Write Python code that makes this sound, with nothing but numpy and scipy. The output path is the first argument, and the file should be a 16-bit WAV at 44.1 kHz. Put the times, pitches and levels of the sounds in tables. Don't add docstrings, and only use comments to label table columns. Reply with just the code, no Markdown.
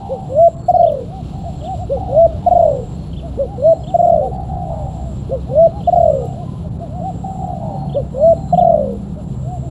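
import sys
import numpy as np
from scipy import signal
from scipy.io import wavfile
from scipy.ndimage import uniform_filter1d, minimum_filter1d

SR = 44100
rng = np.random.default_rng(int(sys.argv[2]) if len(sys.argv) > 2 else 0)


def gain_from_db(level_db):
    decades = np.asarray(level_db, float) / 20
    return 10 ** decades


def waveform_to_disk(signal):
    frames = np.transpose(np.atleast_2d(signal))
    scaled = np.clip(frames, -1, 1) * 32767
    samples = np.round(scaled).astype(np.int16)
    wavfile.write(sys.argv[1], SR, samples)


N = 427769
TIME = np.arange(N) / SR

# length_share, pitch_ratio (re top), level_db (re top)
SHORT_FORM = [(0, .68, -22), (.1, .8, -12), (.22, .95, -4), (.36, 1, 0), (.5, .98, -1), (.65, .92, -6),
              (.82, .84, -14), (1, .74, -24)]
RISING_FORM = [(0, .69, -29), (.15, .745, -20), (.3, .82, -13.5), (.43, .895, -6), (.54, .96, -.7),
               (.68, 1, 0), (.93, .995, 0), (.975, .93, -3), (1, .72, -22)]
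# start_s, length_s, top_pitch_hz, top_level_db
NEAR_SHORT = [
    (0.087, 0.099, 542, -14),
    (1.891, 0.1, 566, -10),
    (3.374, .098, 566, -9.5),
    (5.292, .11, 543, -13),
    (7.943, 0.081, 578, -9),
]
NEAR_RISING = [
    (0.289, 0.2, 679, -2),
    (2.08, 0.19, 671.5, -1.5),
    (3.57, 0.17, 660.3, -2.5),
    (5.488, .19, 668.3, -1.5),
    (8.129, 0.21, 668, -2.5),
]
# start_s, length_s, peak_db
PUFFS = [
    [(.685, 0.028, -8.5), (.74, 0.032, -6.5), (.783, .01, -15.5), (.796, .024, -5.5), (.83, .024, -4.5),
     (.864, .021, -8.5), (.893, 0.017, -15), (.918, .012, -15.5)],
    [(2.465, .024, -8.5), (2.512, 0.024, -6.5), (2.553, 0.026, -5.5), (2.592, 0.022, -7),
     (2.625, 0.018, -7), (2.653, .013, -7.5), (2.676, 0.012, -10), (2.693, 0.013, -13), (2.712, .01, -13.5)],
    [(3.943, 0.02, -9), (3.99, 0.025, -8), (4.028, .032, -8), (4.07, 0.018, -8.5), (4.098, 0.011, -6),
     (4.12, 0.018, -8), (4.142, 0.0079, -9), (4.16, 0.0062, -8)],
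    [(5.875, 0.024, -9.5), (5.927, 0.018, -7.5), (5.96, 0.0066, -4), (5.971, .02, -7.5), (6.002, 0.016, -7),
     (6.031, 0.014, -7), (6.056, 0.012, -7.5), (6.079, 0.011, -7.5), (6.098, 0.01, -9),
     (6.115, 0.0077, -13)],
    [(8.528, .023, -8.5), (8.577, 0.023, -7), (8.612, 0.023, -7), (8.647, 0.012, -7), (8.668, .015, -7),
     (8.693, .017, -7), (8.719, .013, -10.5), (8.74, 0.011, -7.5), (8.758, 0.0063, -11),
     (8.777, 0.0052, -10)],
]
# first_puff_s, last_puff_s, first_puff_db, trill_top_hz, fall_lateness (power)
ROLLS = [
    (0.94, 1.031, -18.5, 731, 1),
    (2.729, 2.83, -17, 719.4, .94),
    (4.177, 4.301, -10.5, 705, 1.41),
    (6.133, 6.259, -13.5, 713, .95),
    (8.792, 8.951, -13.5, 721, 0.91),
]
ROLL_PUFFS, OVERTONES = [5, 7, 9, 9, 11], [7, 7, 8, 7, 7]
# level of that overtone at the top, overtone_db
OVERTONE_DB = [-49, -64, -51, -50, -60]
TRILL_FALL = [(0, .985), (0.141, 1.0), (0.449, 0.93), (.7, 0.783), (1, 0.64)]
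# centre_hz, width_hz, level_db
WINDPIPE = [(3460, 120, -60.5), (5340, 70, -56.5)]
OCTAVE_DB = -53
THROB_PER_S = 56
SADDLE_DB = 4.5
ROLL_END_DB, ROLL_FADE_POWER = -28, 1.045
ROLL_OPEN_SHARE, ROLL_HURRY = 0.6, .06
ROLL_JITTER_S, ROLL_JITTER_DB = 0.002, 2.0

# length_share, pitch_ratio, level_db
ARCHED_FORM = [(0, .72, -17), (.3, .83, -7), (.5, .96, -2), (.65, 1, 0), (.8, .985, 0), (.9, .93, -1.5),
               (.96, .84, -6), (1, .7, -23)]
# start_s, length_s, top_pitch_hz, top_level_db
FAR_SHORT = [(.55, 0.13, 656, -46), (1.43, 0.1, 699, -24), (3.21, 0.11, 684, -27), (5.3, 0.075, 686, -22.5),
             (6.62, 0.083, 632, -32), (6.79, 0.097, 697, -24), (9.15, 0.093, 624, -30),
             (9.6, 0.13, 691, -32.5)]
FAR_RISING = [(1.04, .18, 782, -28.5), (1.61, 0.15, 774, -18.5), (1.76, 0.09, 734, -23.5),
              (3.41, 0.17, 814, -30), (3.82, 0.16, 772, -27), (4.16, 0.13, 777, -17),
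              (5.45, 0.087, 791, -29.5), (5.66, 0.17, 830, -29.5), (6.33, 0.1186, 723, -27),
              (6.87, 0.16, 731, -26.5), (6.985, 0.13, 775, -18), (8.14, 0.1, 807, -31),
              (9.39, 0.2, 736, -26.5)]
# start_s, length_s, top_pitch_hz, last_pitch_hz, level_db
FAR_TRILLS = [
    (1.329, .39, 764, 703, -33.5),
    (1.965, 0.41, 750, 584, -22.5),
    (3.739, 0.1, 758, 682, -30),
    (4.31, 0.19, 753, 740, -23.5),
    (4.485, 0.38, 734.4, 556, -22.5),
    (6.201, 0.22, 719.4, 680, -30),
    (7.235, 0.116, 771, 752, -23.5),
    (7.35, 0.42, 753, 533, -22),
    (8.362, 0.64, 760, 679, -34),
]
HIGH_TRILLS = [
    (0, 0.38, 802, 686, -28.5),
    (2.423, 0.46, 815.8, 712, -31),
    (4.69, .45, 804, 614, -28.5),
    (7.607, 0.44, 797, 673, -27),
]
FAR_FALL_POWER, FAR_MELT_SHARE = 2.2, .9
FAR_LOUDEST_SHARE, FAR_SWELL_DB = .3, 22
FAR_JITTER = .016

# start_s, level_db, pitch_ratio
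CHIPS = [(0.826, -39, 0.95), (1.605, -39.5, 0.96), (3.127, -39, 0.94), (3.833, -39, 0.97), (5.8, -42, 0.94),
         (7.89, -40, 0.96), (8.54, -39, 0.96)]
# late_s, length_s, top_pitch_hz, end_drop_hz, top_share (of the length)
STROKES = [
    (.002, 0.015, 3475, 870, 0.34),
    (.03, 0.052, 3770, 1406, .44),
]
# start_s, length_s, first_pitch_hz, last_pitch_hz, level_db
WHISTLE = [(0.575, 0.33, 4410, 4220, -57.5), (1.273, 0.5, 4380, 4170, -64), (2.929, 0.22, 4280, 4350, -60),
           (3.588, 0.33, 4165, 4200, -59), (4.314, 0.14, 4580, 4420, -65), (5.4, 0.12, 4100, 4110, -71),
           (5.602, 0.37, 4190, 4100, -62.5), (7.655, 0.35, 4250, 4280, -61.5),
           (8.184, 0.48, 4270, 4000, -58.5)]
BUZZ_ENDS = [0.724, 1.858, 2.97, 4.1, 5.222, 6.348, 7.48, 8.603, 9.729]
# re_end_s, strokes_per_s, level_db
BUZZ = [(-.57, 185.7, -74), (-.5, 180.5, -68), (-.4, 178.1, -63), (-.2, 166.5, -59.5), (-.005, 155, -59.5),
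        (0, 151, -76.5)]
# start_s, peak_db
TICKS = [(0.6585, -67), (0.9198, -47), (1.3877, -52), (2.4095, -73), (2.4424, -59), (2.473, -48),
         (3.2266, -67), (3.3248, -67), (3.3717, -67), (4.072, -54), (5.3497, -58), (5.8279, -54),
         (6.1434, -50), (6.256, -48), (6.5735, -68), (7.2893, -55), (7.4719, -55), (7.8965, -57),
         (8.0541, -63), (8.756, -54), (8.8398, -54), (8.933, -49), (9.1102, -60), (9.2174, -68),
         (9.3147, -66), (9.6205, -66)]
# start_s, length_s, pitch_hz, level_db
DISTANT = [
    (6.1, .17, 1240, -53),
    (6.38, .24, 1020, -49),
    (6.1, .25, 2900, -63),
    (9.3, .39, 128, -25),
    (7.4, .5, 178, -31),
    (8.35, .4, 160, -28),
    (9.0, .3, 167, -29),
    (.5, .15, 1050, -52),
    (3.78, .08, 5050, -65),
    (3.12, .06, 5050, -65),
]

# time_s, firing_rate_hz, level_db
ENGINE = [(0.0, 34.44, -37), (4.51, 32.36, -30.5), (7.559, 34.31, -29.5), (8.938, 40.18, -28),
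          (9.7, 39.83, -41)]
# multiple, level_db
ORDERS = [(3, -8.5), (4, -3.5), (5, -1.5), (6, -7.5), (7, -17.5)]
# time_s, pitch_hz, level_db
TRUCK = [(0, 68, -41.5), (2.401, 66, -28.5), (2.801, 64, -41), (3.3, 65, -27.5), (3.8, 63, -38),
         (4.4, 65.5, -29), (6.151, 67, -30.5), (6.5, 66, -38.5), (7.7, 66.5, -33), (9.7, 66, -30.5)]
# band_hz, level_db (per Hz)
RUMBLE = [(13, -42), (22, -7), (70, 2.5), (157, 4.5), (182, -5), (266, -8), (395, -14.5), (554, -18.5),
          (669, -20.5), (708, -17.5), (856, -26), (1270, -32.5), (2000, -62.5), (2600, -85), (4400, -120)]
# time_s, level_db
TRAFFIC = [(0, -9.5), (1.3, -1.5), (2.5, 5.5), (3.5, -1.8), (4.56, 0), (5.1, 1), (5.8, 0.5), (8.3, -2),
           (9.7, -4.5)]
DEEP_DB, UPPER_DB, UPPER_FOLLOWS = -28, -26, 0.28
# band_hz, level_db (per Hz)
RUSTLE = [(1060, -29), (1800, -16), (2140, -7.5), (2900, 0.5), (4100, -0.5), (4750, -8.5), (6500, -13.5),
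          (8800, -20), (11500, -30), (15700, -25)]
# time_s, level_db
BREEZE = [(0, -52), (0.701, -58), (1.2, -50.5), (2.619, -52), (4.3, -57), (5.75, -52.5), (6.5, -55),
          (8.2, -57), (9.7, -57.5)]
# centre_hz, width_hz, level_db
CHORUS = [(7415, 830, -65.5), (10200, 1100, -67.5)]
# centre_s, half_width_s
DROPOUTS = [(.558, .006), (.577, .003), (.63, .005), (.652, .006), (6.7, .008)]
# delay_s, level_db
ECHOES = [(.006, -25.5), (.013, -9.5), (.031, -17.5), (.058, -21), (.094, -31)]


def drift(rate):
    r = np.exp(-2 * np.pi * rate / SR)
    slow = signal.lfilter([1], [1, -2 * r, r * r], rng.standard_normal(N + SR))[SR:]
    return slow / slow.std()


def add(out, start_s, sound):
    at = round(start_s * SR)
    out[at:at + len(sound)] += sound[:max(N - at, 0)]


def played(rows, fade_s):
    s, *columns = np.transpose(rows)
    t = np.arange(s[0], s[-1], 1 / SR)
    to_end_s = np.minimum(t - s[0], s[-1] - t)
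    fade = np.sin(np.pi / 2 * np.clip(to_end_s / fade_s, 0, 1)) ** 2
    return t, fade, [np.interp(t, s, c) for c in columns]


def phase(hz):
    return 2 * np.pi * np.cumsum(hz) / SR


def follow(rows):
    s, *columns = np.transpose(rows)
    return [np.interp(TIME, s, c) for c in columns]


def echoed(x, wet_db):
    out = x.copy()
    for delay_s, level_db in ECHOES:
        add(out, delay_s, gain_from_db(level_db + wet_db) * x)
    return out


def scattered(x, wet_db, t60):
    t = np.arange(0, t60, 1 / SR)
    tail = rng.standard_normal(len(t)) * gain_from_db(-60 * t / t60)
    tail = tail / np.sqrt(np.sum(tail ** 2))
    return x + gain_from_db(wet_db) * signal.fftconvolve(x, tail)[:N]


def coo(hz, gain, octave_db=OCTAVE_DB, windpipe=WINDPIPE):
    turn = phase(hz)
    high = 0
    for centre_hz, width_hz, db in windpipe:
        for k in range(4, 10):
            high = high + gain_from_db(db) * np.exp(-((k * hz - centre_hz) / width_hz) ** 2) * np.sin(k * turn)
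    octave = gain_from_db(octave_db) * gain ** 0.019 * np.sin(2 * turn)
    return gain * np.sin(turn) + octave + gain ** 2 * high


def dove_notes(form, sung, wobble, flutter_db, octave_db=OCTAVE_DB):
    out = np.zeros(N)
    tremor = .7 * drift(46) + np.sin(phase(THROB_PER_S * (1 + .15 * drift(20))))
    for s, length, top_hz, top_db in sung:
        t, fade, (ratio, db) = played(np.array(form) * [length, 1, 1], 0.0024)
        ratio, db = uniform_filter1d([ratio, db], size=150, mode="nearest")
        softness = np.clip(.03 - db / 15, 0, 1)
        shake = np.roll(tremor, -round(s * SR))[:len(t)] * softness
        hz = top_hz * ratio * (1 + wobble * shake)
        add(out, s, coo(hz, fade * gain_from_db(top_db + db + flutter_db * shake), octave_db))
    return out


def rolled(first_s, last_s, first_db, count):
    share, chance = np.linspace(0, 1, count), rng.standard_normal((count, 2))
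    hurried = share + ROLL_HURRY * share * (1 - share)
    s = first_s + (last_s - first_s) * hurried + ROLL_JITTER_S * share * chance[:, 0]
    db = first_db + (ROLL_END_DB - first_db) * share ** ROLL_FADE_POWER
    db = db + ROLL_JITTER_DB * share * chance[:, 1]
    return list(zip(s, ROLL_OPEN_SHARE * np.gradient(s), db))


def near_trill(edge_s=0.009, sag=.34, flat=.45, ripple_db=0.3):
    out, ripple = np.zeros(N), drift(36)
    for slow, roll, count, k, overtone_db in zip(PUFFS, ROLLS, ROLL_PUFFS, OVERTONES, OVERTONE_DB):
        first_s, last_s, first_db, top_hz, late = roll
        start = slow[0][0]
        for s, length, peak_db in slow + rolled(first_s, last_s, first_db, count):
            t = np.arange(0, length + edge_s, 1 / SR)
            share = t / t[-1]
            edges = np.sin(np.pi / 2 * np.clip(np.minimum(t, t[-1] - t) / edge_s, 0, 1)) ** 2
            saddle_db = SADDLE_DB * (s > start) * np.clip(length / .016 - .6, 0, 1)
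            saddle_db = saddle_db * np.sin(np.pi * share ** .85) ** 4
            gain = edges * gain_from_db(peak_db + 5.5 - saddle_db + ripple_db * ripple[round(s * SR):][:len(t)])
            fallen = ((s - start) / (last_s - start)) ** late
            held_hz = top_hz * np.interp(fallen, *np.transpose(TRILL_FALL))
            arch = np.abs(np.sin(np.pi * share ** 0.92)) ** flat
            hz = held_hz * (1 + sag * (arch - .95))
            overtone = gain_from_db(overtone_db + 4) * gain ** 3 * (held_hz / top_hz) ** 12
            overtone = overtone * np.sin(k * phase(.8 * held_hz + .2 * hz))
            add(out, s - edge_s / 2, coo(hz, gain, windpipe=WINDPIPE[:1]) + overtone)
    return out


def near_dove():
    song = dove_notes(SHORT_FORM, NEAR_SHORT, wobble=0.025, flutter_db=4, octave_db=-50)
    song += dove_notes(RISING_FORM, NEAR_RISING, wobble=.025, flutter_db=3)
    song += near_trill()
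    return scattered(echoed(song, wet_db=-12), wet_db=-25, t60=0.5)


def far_trills(sung, puffs_per_s, rise, depth=1.6):
    out, uneven, loud = np.zeros(N), drift(25), drift(25)
    for s, length, top_hz, last_hz, db in sung:
        t, fade, (share,) = played([(s, 0), (s + length, 1)], 0.0026)
        at = slice(round(s * SR), round(s * SR) + len(t))
        hz = top_hz + (last_hz - top_hz) * share ** FAR_FALL_POWER
        cycle = np.cumsum(puffs_per_s * (1 + .17 * uneven[at])) / SR % 1
        puffed = np.clip((FAR_MELT_SHARE - share) / .25, .12, 1)
        swell_db = -FAR_SWELL_DB * (share - FAR_LOUDEST_SHARE) ** 2
        puffs = np.sin(np.pi * cycle) ** (depth * puffed)
        gain = fade * gain_from_db(db + 3 * puffed + swell_db + 1.8 * loud[at]) * puffs
        glide = rise * puffed * (2 * cycle - 1) + FAR_JITTER * puffed * loud[at][::-1]
        add(out, s, gain * np.sin(phase(hz * (1 + glide))))
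    return out


def far_doves():
    sung = dove_notes(SHORT_FORM, FAR_SHORT, wobble=0.016, flutter_db=2.0, octave_db=-71.5)
    sung += dove_notes(ARCHED_FORM, FAR_RISING, wobble=.015, flutter_db=3.0, octave_db=-70.5)
    trills = far_trills(FAR_TRILLS, 58, .065) + far_trills(HIGH_TRILLS, 72, .15)
    return scattered(sung, wet_db=-15, t60=.35) + scattered(trills, wet_db=-5, t60=.25)


def small_bird():
    out = np.zeros(N)
    for late_s, length, top_hz, drop_hz, top_share in STROKES:
        t, fade, (share,) = played([(0, 0), (length, 1)], 0.2 * length)
        side = np.where(share < top_share, max(top_share, .45), 1 - top_share)
        hz = top_hz - drop_hz * np.abs((share - top_share) / side) ** 1.7
        for s, level_db, ratio in CHIPS:
            add(out, s + late_s, fade * gain_from_db(level_db - 3.0) * np.sin(phase(hz * ratio)))
    return out


def whistling_insect(strokes_per_s=85, depth=0.45, swell_db=22):
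    out, waver = np.zeros(N), drift(40)
    for s, length, first_hz, last_hz, db in WHISTLE:
        t, fade, (hz, share) = played([(s, first_hz, 0), (s + length, last_hz, 1)], 0.012)
        shake = waver[round(t[0] * SR):][:len(t)]
        throb = 1 + depth * np.sin(phase(strokes_per_s * (1 + 0.27 * shake[::-1])))
        level_db = db + 3.5 - swell_db * (share - .47) ** 2 + 5 * np.minimum(shake, 1)
        tone = np.sin(phase(hz * (1 + 0.005 * shake[::-1])))
        add(out, s, fade * gain_from_db(level_db) * throb * tone)
    return out


def cricket(top_hz=7740, fall_hz=500, sharp=3.9):
    out, uneven = np.zeros(N), drift(120)
    t, fade, (per_s, db) = played(BUZZ, .002)
    stroke = np.cumsum(per_s) / SR % 1
    for end_s in BUZZ_ENDS:
        shake = np.roll(uneven, round(end_s * SR))[:len(t)]
        turn = phase(top_hz - fall_hz * stroke + 50 * shake)
        tone = np.sin(turn) + gain_from_db(-27) * np.sin(2 * turn)
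        gain = gain_from_db(db + 12.5 + 0.7 * shake[::-1]) * np.sin(np.pi * stroke) ** sharp
        add(out, end_s + t[0], gain * tone)
    return out


def litter():
    out, t = np.zeros(N), np.arange(0, .006, 1 / SR)
    bursts = rng.standard_normal((len(TICKS), len(t)))
    for (s, peak_db), burst in zip(TICKS, bursts):
        snap = burst / np.abs(burst[:40]).max() * np.exp(-t / .0015)
        add(out, s, gain_from_db(peak_db + 13) * snap)
    bright = signal.butter(2, 5000, "high", fs=SR, output="sos")
    return signal.sosfilt(bright, echoed(out, wet_db=-8))


def distant_calls():
    out, waver = np.zeros(N), drift(35)
    for s, length, hz, db in DISTANT:
        t, fade, _ = played([(0, 0), (length, 0)], 0.014)
        shake = waver[round(s * SR):][:len(t)]
        tone = np.sin(phase(hz * (1 + 0.02 * shake)))
        add(out, s, fade * gain_from_db(db + 5.3 * shake[::-1]) * tone)
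    return out


def far_engine(swell_db=3.0):
    firing_hz, level_db = follow(ENGINE)
    turn, swell = phase(firing_hz * (1 + .006 * drift(3))), drift(1.7)
    orders = 0
    for k, order_db in ORDERS:
        orders = orders + gain_from_db(order_db + swell_db * np.roll(swell, int(k) * SR)) * np.sin(k * turn)
    return gain_from_db(level_db) * orders


def parked_truck():
    hz, level_db = follow(TRUCK)
    gain = gain_from_db(level_db + 3 + 1.5 * drift(4))
    return gain * np.sin(phase(hz + 1.2 * drift(2.5)))


def coloured(spectrum, patchy_db, per_octave):
    hz, level_db = np.transpose(spectrum)
    edges = np.geomspace(hz[0], hz[-1], int(per_octave * np.log2(hz[-1] / hz[0])))
    white, flicker, out = rng.standard_normal((2, N)), drift(9), 0
    for k, (low, high) in enumerate(zip(edges, edges[1:])):
        band_pass = signal.butter(2, [low, high], "band", fs=SR, output="sos")
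        band = signal.sosfilt(band_pass, white[k % 2])
        centre_db = np.interp(np.log(low * high) / 2, np.log(hz), level_db)
        out = out + band * gain_from_db(centre_db + patchy_db * np.roll(flicker, k * SR // 3))
    return out / out.std()


def town_rumble():
    traffic_db, = follow(TRAFFIC)
    rumble = coloured(RUMBLE, patchy_db=1.97, per_octave=3)
    deep = signal.sosfilt(signal.butter(2, 105, fs=SR, output="sos"), rumble)
    upper = rumble - deep
    return gain_from_db(DEEP_DB + traffic_db) * deep + gain_from_db(UPPER_DB + UPPER_FOLLOWS * traffic_db) * upper


def leaves():
    breeze_db, = follow(BREEZE)
    return gain_from_db(breeze_db - 2.5) * coloured(RUSTLE, patchy_db=0.0, per_octave=6.4)


def insect_chorus():
    out = 0
    for hz, width_hz, db in CHORUS:
        r = np.exp(-np.pi * width_hz / SR)
        poles = [1, -2 * r * np.cos(2 * np.pi * hz / SR), r * r]
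        band = signal.lfilter([1], np.convolve(poles, poles), rng.standard_normal(N))
        out = out + gain_from_db(db + 1.2 * drift(15)) * band / band.std()
    return out


def scene():
    ducked_db = sum(-12 * np.exp(-((TIME - s) / half_s) ** 2) for s, half_s in DROPOUTS)
    lulls_db = ducked_db + 1.1 * drift(13) - 6 * np.maximum(drift(30) - 1.5, 0)
    doves = near_dove() + far_doves()
    small = small_bird() + whistling_insect() + distant_calls()
    small = scattered(echoed(small, wet_db=-4.0), wet_db=-11.5, t60=0.25)
    ground = gain_from_db(ducked_db) * cricket() + litter()
    engines = far_engine() + parked_truck()
    air = town_rumble() + gain_from_db(lulls_db) * (leaves() + insect_chorus())
    return (doves + small + ground + engines + air)[None]


def low_pass(x):
    return signal.sosfilt(signal.butter(12, 16320, fs=SR, output="sos"), x)


def record(dry):
    reach = -minimum_filter1d(-np.abs(dry), size=221)
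    gain = uniform_filter1d(np.minimum(1, .88 / (reach + 1e-9)), size=221)
    fade = np.clip((TIME[-1] - TIME) / .012, 0, 1)
    top_cut = signal.ellip(10, .5, 60, 15720, fs=SR, output="sos")
    mix = signal.sosfilt(top_cut, dry * gain * fade)
    return low_pass(mix)


dry = scene()
out = record(dry)
waveform_to_disk(out)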